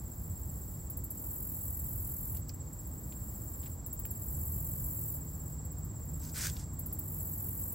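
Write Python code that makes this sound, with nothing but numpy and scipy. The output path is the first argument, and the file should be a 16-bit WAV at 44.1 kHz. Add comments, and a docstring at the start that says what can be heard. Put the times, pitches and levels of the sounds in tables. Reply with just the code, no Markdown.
"""A summer lakeside, the microphone close to the reeds. Meadow katydids, one near and others farther off,
sing mostly by turns: ticks, then a shrill buzz, made of tooth scrapes coloured by the wing.
Ground crickets trill without a pause as pulsed tones, before a hiss of distant insects.
Dry leaves brush past close by in dense tiny catches, and stems snap softly as short bursts of ringing noise.
Engines hum far off as single low notes, and shaped noise makes the rumble and roar of far traffic."""
import sys
import numpy as np
from scipy import signal
from scipy.fft import rfft, irfft
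from scipy.io import wavfile

SR = 44100
rng = np.random.default_rng(int(sys.argv[2]) if len(sys.argv) > 2 else 0)


def materialize(psi):
    """Save the field psi as 16-bit PCM at rate SR to the path in sys.argv[1].

    A 1-D psi becomes a single channel; in a 2-D psi each row is a channel.
    """
    bounded = np.clip(np.atleast_2d(psi).T, -1, 1)
    quanta = np.round(bounded * 32767).astype(np.int16)
    wavfile.write(sys.argv[1], SR, quanta)


N = 341334
TIME = np.arange(N) / SR
FREQ = np.fft.rfftfreq(N, 1 / SR)


def amp(db):
    """Decibels to gain."""
    return 10 ** (np.asarray(db) / 20)


def unit(x):
    """Scales to rms 1."""
    return x / np.sqrt(np.mean(x ** 2) + 1e-20)


def across(points):
    """A spectrum table at every frequency, interpolated over log frequency."""
    hz, value = np.transpose(points)
    return np.interp(np.log(FREQ + 1), np.log(hz + 1), value)


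def colour(x, points):
    """Filters by a spectrum that falls away below its first point; white noise keeps its power."""
    low_cut = 1 / np.sqrt(1 + (0.62 * points[0][0] / (FREQ + 1)) ** 6)
    gain = amp(across(points)) * low_cut
    return irfft(rfft(x) * unit(gain), N)


def wander(hz):
    """Smooth chance of rms 1, mostly slower than hz."""
    smooth = rfft(rng.standard_normal(N)) / (1 + (FREQ / hz) ** 4)
    return unit(irfft(smooth, N))


def grains(per_s, spread_db):
    """Tiny random impacts of uneven size and either sign, rms 1."""
    size = amp(spread_db * np.minimum(rng.exponential(1, N), 4))
    sign = rng.choice([-1., 1.], N)
    struck = rng.random(N) < per_s / SR
    return unit(size * sign * struck)


def both_ears(mid, side, side_db):
    """Left and right share one sound and differ by another."""
    pair = mid + amp(side_db) * np.array([side, -side])
    return pair / np.sqrt(1 + amp(side_db) ** 2)


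def scatter(x, t60, wet_db, side_db):
    """Adds the many faint echoes from stems and leaves, a little different at each ear."""
    t = TIME[:SR // 3]
    tail = both_ears(*rng.standard_normal((2, len(t))), side_db)
    tail = tail * amp(-60 * t / t60) * (t > .002)  # no echo in the first 2 ms
    tail = tail / np.linalg.norm(tail[0])
    return x + amp(wet_db) * signal.fftconvolve(x[None], tail, axes=1)[:, :N]


# Wing colour of the katydid close to the microphone, then of those farther off: pitch_hz, relative level_db
NEAR_WING = [(4000, -70), (6500, -31), (8500, -21.5), (10000, -14), (11500, -8.5), (13000, -6.5),
             (14100, 0.5), (15000, -7), (16000, -5.5)]
FAR_WING = [(4000, -52), (6500, -24.5), (8500, -15.5), (10000, -11), (11500, -4.5), (13200, 0), (14200, 3),
            (16000, -3)]
# Songs near and far, a run of ticks and then a buzz; a count below one gives no ticks, and a song that
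# ends before its buzz has ticks alone:
# start_s, tick_count (rounded), tick_gap_s, tick_level_db, end_s, buzz_level_db, wing_strokes_per_s
NEAR_SONGS = [(.901, 4, 0.071, -34.5, 2.41, -36, 43.5), (3.864, 5, .0662, -33, 5.195, -35.5, 46.5),
              (6.793, 4, .0686, -33, 7.9, -35.5, 46.5)]
FAR_SONGS = [(-.5, 0.5, .067, -41, .9, -49, 50.6), (-.165, 3, .067, -50, 0.79, -48, 49.5),
             (2.486, 2, .058, -46.5, 3.78, -48, 49.7), (2.732, 4, .069, -49, 3.74, -45.5, 50.1),
             (4.6, -1.5, .067, -48, 5.57, -46.5, 47.9), (5.652, 3.5, .0663, -44.5, 6.6, -45, 49.7),
             (6.733, 4, .067, -46.5, 6.3, -54, 50)]
TICK_FALL_S, TICK_RISE_S = 0.014, 0.004
BUZZ_PAUSE_S, BUZZ_ATTACK_S, BUZZ_RELEASE_S = 0.037, .006, 0.043  # the pause follows the last tick


def katydid(songs, wing, hurry_s, back_share, swell_db, swell_s):
    """A file of teeth scrapes a broadly ringing wing: hurrying ticks, then a swelling, pulsing buzz."""
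    force = np.zeros(N)
    for start_s, tick_count, gap_s, tick_db, end_s, buzz_db, strokes_per_s in songs:
        last_s = start_s
        for k in range(round(tick_count)):
            last_s = start_s + k * gap_s - hurry_s * k ** 3  # later ticks come sooner
            age = np.clip(TIME - last_s + 0.0036, 0, .1)
            tick = np.minimum(age / TICK_RISE_S, 1) * np.exp(-(age / TICK_FALL_S) ** 3)
            force += amp(tick_db) * tick
        age = np.maximum(TIME - last_s - BUZZ_PAUSE_S, 0)
        turns = age * strokes_per_s + .05 * wander(8.9)
        # loud closing strokes; back_share is the force left between them
        stroke = back_share + (1 - back_share) * np.sin(np.pi * turns) ** 2
        attack = np.clip(age / BUZZ_ATTACK_S, 0, 1)
        release = np.clip((end_s - TIME) / BUZZ_RELEASE_S, 0, 1)
        swell = amp(buzz_db - swell_db * np.exp(-age / swell_s))
        force = np.hypot(force, swell * attack * release * stroke)
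    teeth = grains(per_s=9000, spread_db=-1.5) * force * amp(.5 * wander(40))
    return scatter(colour(teeth, wing), t60=0.15, wet_db=-3, side_db=-17.5)


FACING_S, TURN_S = 4.7, 2.2  # when the microphone faces the near crickets, and how long its turn takes


def turned_away(loss_db):
    """Gain of the crickets as the microphone turns towards them and away again."""
    return amp(-loss_db * (1 - np.exp(-((TIME - FACING_S) / TURN_S) ** 2)))


def wing_tone(turns, hz, scoop_hz, glide_hz, length, jitter_hz, uneven_db):
    """One tone pulse a wing stroke: it scoops up to its pitch, which then sinks as the stroke slows."""
    place = ((turns + .5) % 1 - .5) / length  # 0 mid-pulse; length is the half-width as a share of a cycle
    scoop = scoop_hz * np.clip(-place, 0, 1.3) ** 4
    glide = glide_hz * np.clip(place, -1.5, 1.5)
    pitch = hz - scoop - glide + jitter_hz * wander(251.4)
    shape = np.exp(-np.abs(place) ** 3) * amp(uneven_db * wander(45))
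    return unit(shape * np.sin(2 * np.pi * np.cumsum(pitch) / SR))


def crickets():
    """Two near crickets trill almost in step at different pitches; two farther ones blur into a ring."""
    # pulses per second, then the place in the cycle at the start
    upper_turns = 16.105 * TIME + .99 + .02 * wander(8)
    lower_turns = 16.088 * TIME + .87 + 0.015 * wander(6.8)
    upper = wing_tone(upper_turns, hz=7657, scoop_hz=259.8, glide_hz=54.6, length=.18,
                      jitter_hz=47.5, uneven_db=2)
    lower = wing_tone(lower_turns, hz=7398, scoop_hz=30.4, glide_hz=30, length=.165,
                      jitter_hz=42.04, uneven_db=2)
    near = amp(-58.0) * turned_away(loss_db=1.5) * upper
    near += amp(-57.5) * turned_away(loss_db=6.0) * lower
    far_upper = wing_tone(15.3 * TIME + 0.15 * wander(1.0), hz=7660, scoop_hz=20, glide_hz=22, length=.5,
                          jitter_hz=88.7, uneven_db=2.5)
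    far_lower = wing_tone(16.9 * TIME + 0.15 * wander(0.84), hz=7330, scoop_hz=20, glide_hz=22, length=.5,
                          jitter_hz=119.8, uneven_db=3.5)
    far = amp(-63.5) * far_upper + amp(-68) * far_lower
    return scatter(near + far, t60=0.053, wet_db=-9.5, side_db=0.5)


# Leaves brushing past close to the microphone: start_s, slip_s, level_db (at the slip), pressure (0 to 1)
BRUSHES = [(6.185, 6.29, -52.5, .2), (6.333, 6.47, -35.9, 0.7), (6.515, 6.625, -53, 0.24)]
# Colour of a light and of a firm brush: pitch_hz, relative level_db
LIGHT_BRUSH = [(900, -35), (2000, -21), (3500, -3), (5000, 9), (8000, 10), (11000, 8.5), (16000, -25)]
FIRM_BRUSH = [(250, -10), (600, -5.5), (1000, -4.5), (1500, 8), (2200, 4), (3100, 0), (4200, 3), (8000, 5),
              (11500, 3), (16000, 1)]
# a leaf presses harder as it bends, then lets go
BRUSH_ATTACK_S, BRUSH_BUILD_DB_PER_S, BRUSH_RELEASE_S = 0.034, 47, 0.02


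def leaves():
    """Dry leaves slip in dense little catches; a firmer push sets the whole blade sounding."""
    edge, blade = np.zeros((2, N))
    for start_s, slip_s, level_db, pressure in BRUSHES:
        attack = np.clip((TIME - start_s) / BRUSH_ATTACK_S, 0, 1)
        bend = attack * amp(-BRUSH_BUILD_DB_PER_S * np.maximum(slip_s - TIME, 0))
        release = np.exp(-np.maximum(TIME - slip_s, 0) / BRUSH_RELEASE_S)
        force = amp(level_db + 0.89 * wander(120)) * bend * release
        edge += force * np.sqrt(1 - pressure)
        blade += force * np.sqrt(pressure)
    light = colour(grains(per_s=2000, spread_db=4.0) * edge * amp(2.1 * wander(70)), LIGHT_BRUSH)
    firm = colour(grains(per_s=6900, spread_db=1.1) * blade, FIRM_BRUSH)
    return scatter(light + firm, t60=.02, wet_db=-9, side_db=-4)


# Stems snapping close by: start_s, peak_db (before echoes), centre_hz, width_hz (of one filter pass), t60_s
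SNAPS = [(2.346, -54, 1990, 2490, 0.11), (2.368, -47.5, 5700, 7000, .05), (2.493, -37.5, 5600, 1900, 0.015),
         (2.497, -49.5, 1900, 2200, 0.01), (3.123, -48.5, 2670, 2200, 0.028),
         (3.555, -60, 2400, 3500, 0.027), (3.629, -51.5, 3300, 5000, 0.13), (3.658, -49, 3200, 5000, .08),
         (4.052, -43, 1690, 2400, 0.012), (6.241, -44, 6500, 6000, .008), (6.499, -28.5, 6500, 8000, .006),
         (6.567, -39.5, 4500, 6000, .02), (6.596, -34.5, 6550, 8000, 0.0061),
         (6.916, -53, 5300, 2000, .015)]


def snaps():
    """Each snap is a short burst in one broad resonance of a stem; they are close and nearly dry."""
    out, t = np.zeros(N), TIME[:SR // 10]
    for start_s, peak_db, centre_hz, width_hz, t60_s in SNAPS:
        burst = rng.standard_normal(len(t)) * amp(-60 * t / t60_s)
        stem = signal.iirpeak(centre_hz, centre_hz / min(width_hz, SR / 4), fs=SR)
        crack = signal.lfilter(*stem, signal.lfilter(*stem, burst))
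        out[round(start_s * SR):][:len(t)] += amp(peak_db) * crack / abs(crack).max()
    return scatter(out, t60=.06, wet_db=-8, side_db=-6)


# Far engines across the water: loudest_s, swell_s, pitch_hz (at full load), level_db (at full load)
ENGINES = [(6.1, 1.5, 155.6, -47), (7.302, 0.702, 92.44, -43)]
ENGINE_SAG, ENGINE_WAVER_DB = .04, 0.2  # share by which the pitch is lower off load; rms level waver


def engine(loudest_s, swell_s, pitch_hz, level_db):
    """Only one low note carries across the water; its level and pitch rise and fall with the load."""
    load = 1 / (1 + ((TIME - loudest_s) / swell_s) ** 4)
    pitch = pitch_hz * (1 - ENGINE_SAG * (1 - load))
    tone = np.sin(2 * np.pi * np.cumsum(pitch) / SR)
    return amp(level_db + ENGINE_WAVER_DB * wander(3)) * load * tone


# Colour of the distant insects: pitch_hz, relative level_db
CHORUS = [(3000, -28), (4000, -20), (5000, -15.5), (6800, -15.5), (7500, 4.5), (8500, -17.5),
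          (10000, -16.5), (11500, -9), (13200, -7.5), (14500, -6.5), (16000, -6.5)]


def chorus():
    """Many distant insects merge into a fine hiss."""
    mid, side = rng.standard_normal((2, N))
    hiss = both_ears(mid, side, side_db=-17)
    return amp(-56.0 + .5 * wander(6.7)) * colour(hiss, CHORUS)


# Spectrum shape of the far traffic: pitch_hz, relative density_db
TRAFFIC = [(20, -24), (32, -15), (52, -0.5), (72, 1), (100, -1.5), (156, -7), (220, -13.5), (300, -16),
           (400, -24), (560, -26), (750, -29), (1000, -29.5), (1400, -37), (1950, -40.5), (2500, -52.5),
           (4000, -54.5), (8000, -72)]
# Traffic at the two ears: pitch_hz, likeness (0 unrelated, 1 the same)
LIKENESS = [(25, 0.93), (60, 1), (250, 0.92), (450, 0.86), (750, 0.41), (1300, 0.31), (1850, 0.024),
            (2200, 1), (3000, 1)]
RUMBLE_DB, RUMBLE_SWELL_DB = -42.5, 1.8
ROAR_DB, ROAR_DB_PER_S = -51, 0.1476  # level at the start, and its rise


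def traffic():
    """Far road rumble, alike at both ears in the bass, under a roar of tyres that slowly draws nearer."""
    a, b = rfft(rng.standard_normal((2, N)))
    same = np.clip(across(LIKENESS), 0, 1)
    mid, side = a * np.sqrt(1 + same), b * np.sqrt(1 - same)
    pair = np.array([mid + side, mid - side]) * amp(across(TRAFFIC))
    low = 1 / (1 + (FREQ / 140) ** 8)  # rumble below 140 Hz, roar above
    rumble = amp(RUMBLE_DB + RUMBLE_SWELL_DB * wander(0.9)) * unit(irfft(pair * low, N))
    roar = amp(ROAR_DB + ROAR_DB_PER_S * TIME) * unit(irfft(pair * (1 - low), N))
    return (rumble + roar) * amp([[-.35], [.35]])  # a little louder on the right


def scene():
    """Insects and leaves in the middle, traffic all around."""
    near = katydid(NEAR_SONGS, NEAR_WING, hurry_s=0.00032, back_share=0.21, swell_db=6.5, swell_s=0.091)
    far = katydid(FAR_SONGS, FAR_WING, hurry_s=.0001, back_share=0.13, swell_db=16, swell_s=0.14)
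    engines = sum(engine(*row) for row in ENGINES)
    return near + far + crickets() + leaves() + snaps() + engines + chorus() + traffic()


# Phase between the two channels in the top treble: pitch_hz, left_lead_rad (negative: the left lags)
CHANNEL_PHASE = [(8700, 0), (9000, -1.4), (9900, -3.0), (10350, -3.3), (11750, -6.2), (12300, -6.35),
                 (13600, -9.2), (13950, -9.55), (15250, -12.4), (16500, -12.7)]
EDGE_HZ = 15850  # upper band limit


def record(dry):
    """The two channels drift apart in phase towards the top treble; then the band limit."""
    lead = np.interp(FREQ, *np.transpose(CHANNEL_PHASE))
    turn = np.exp(.5j * np.array([lead, -lead]))  # half the phase on each channel
    pair = irfft(rfft(dry) * turn, N)
    low_pass = signal.firwin(511, EDGE_HZ, window=("kaiser", 9), fs=SR)
    return signal.oaconvolve(pair, low_pass[None], "same")


dry = scene()
out = record(dry)
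materialize(out)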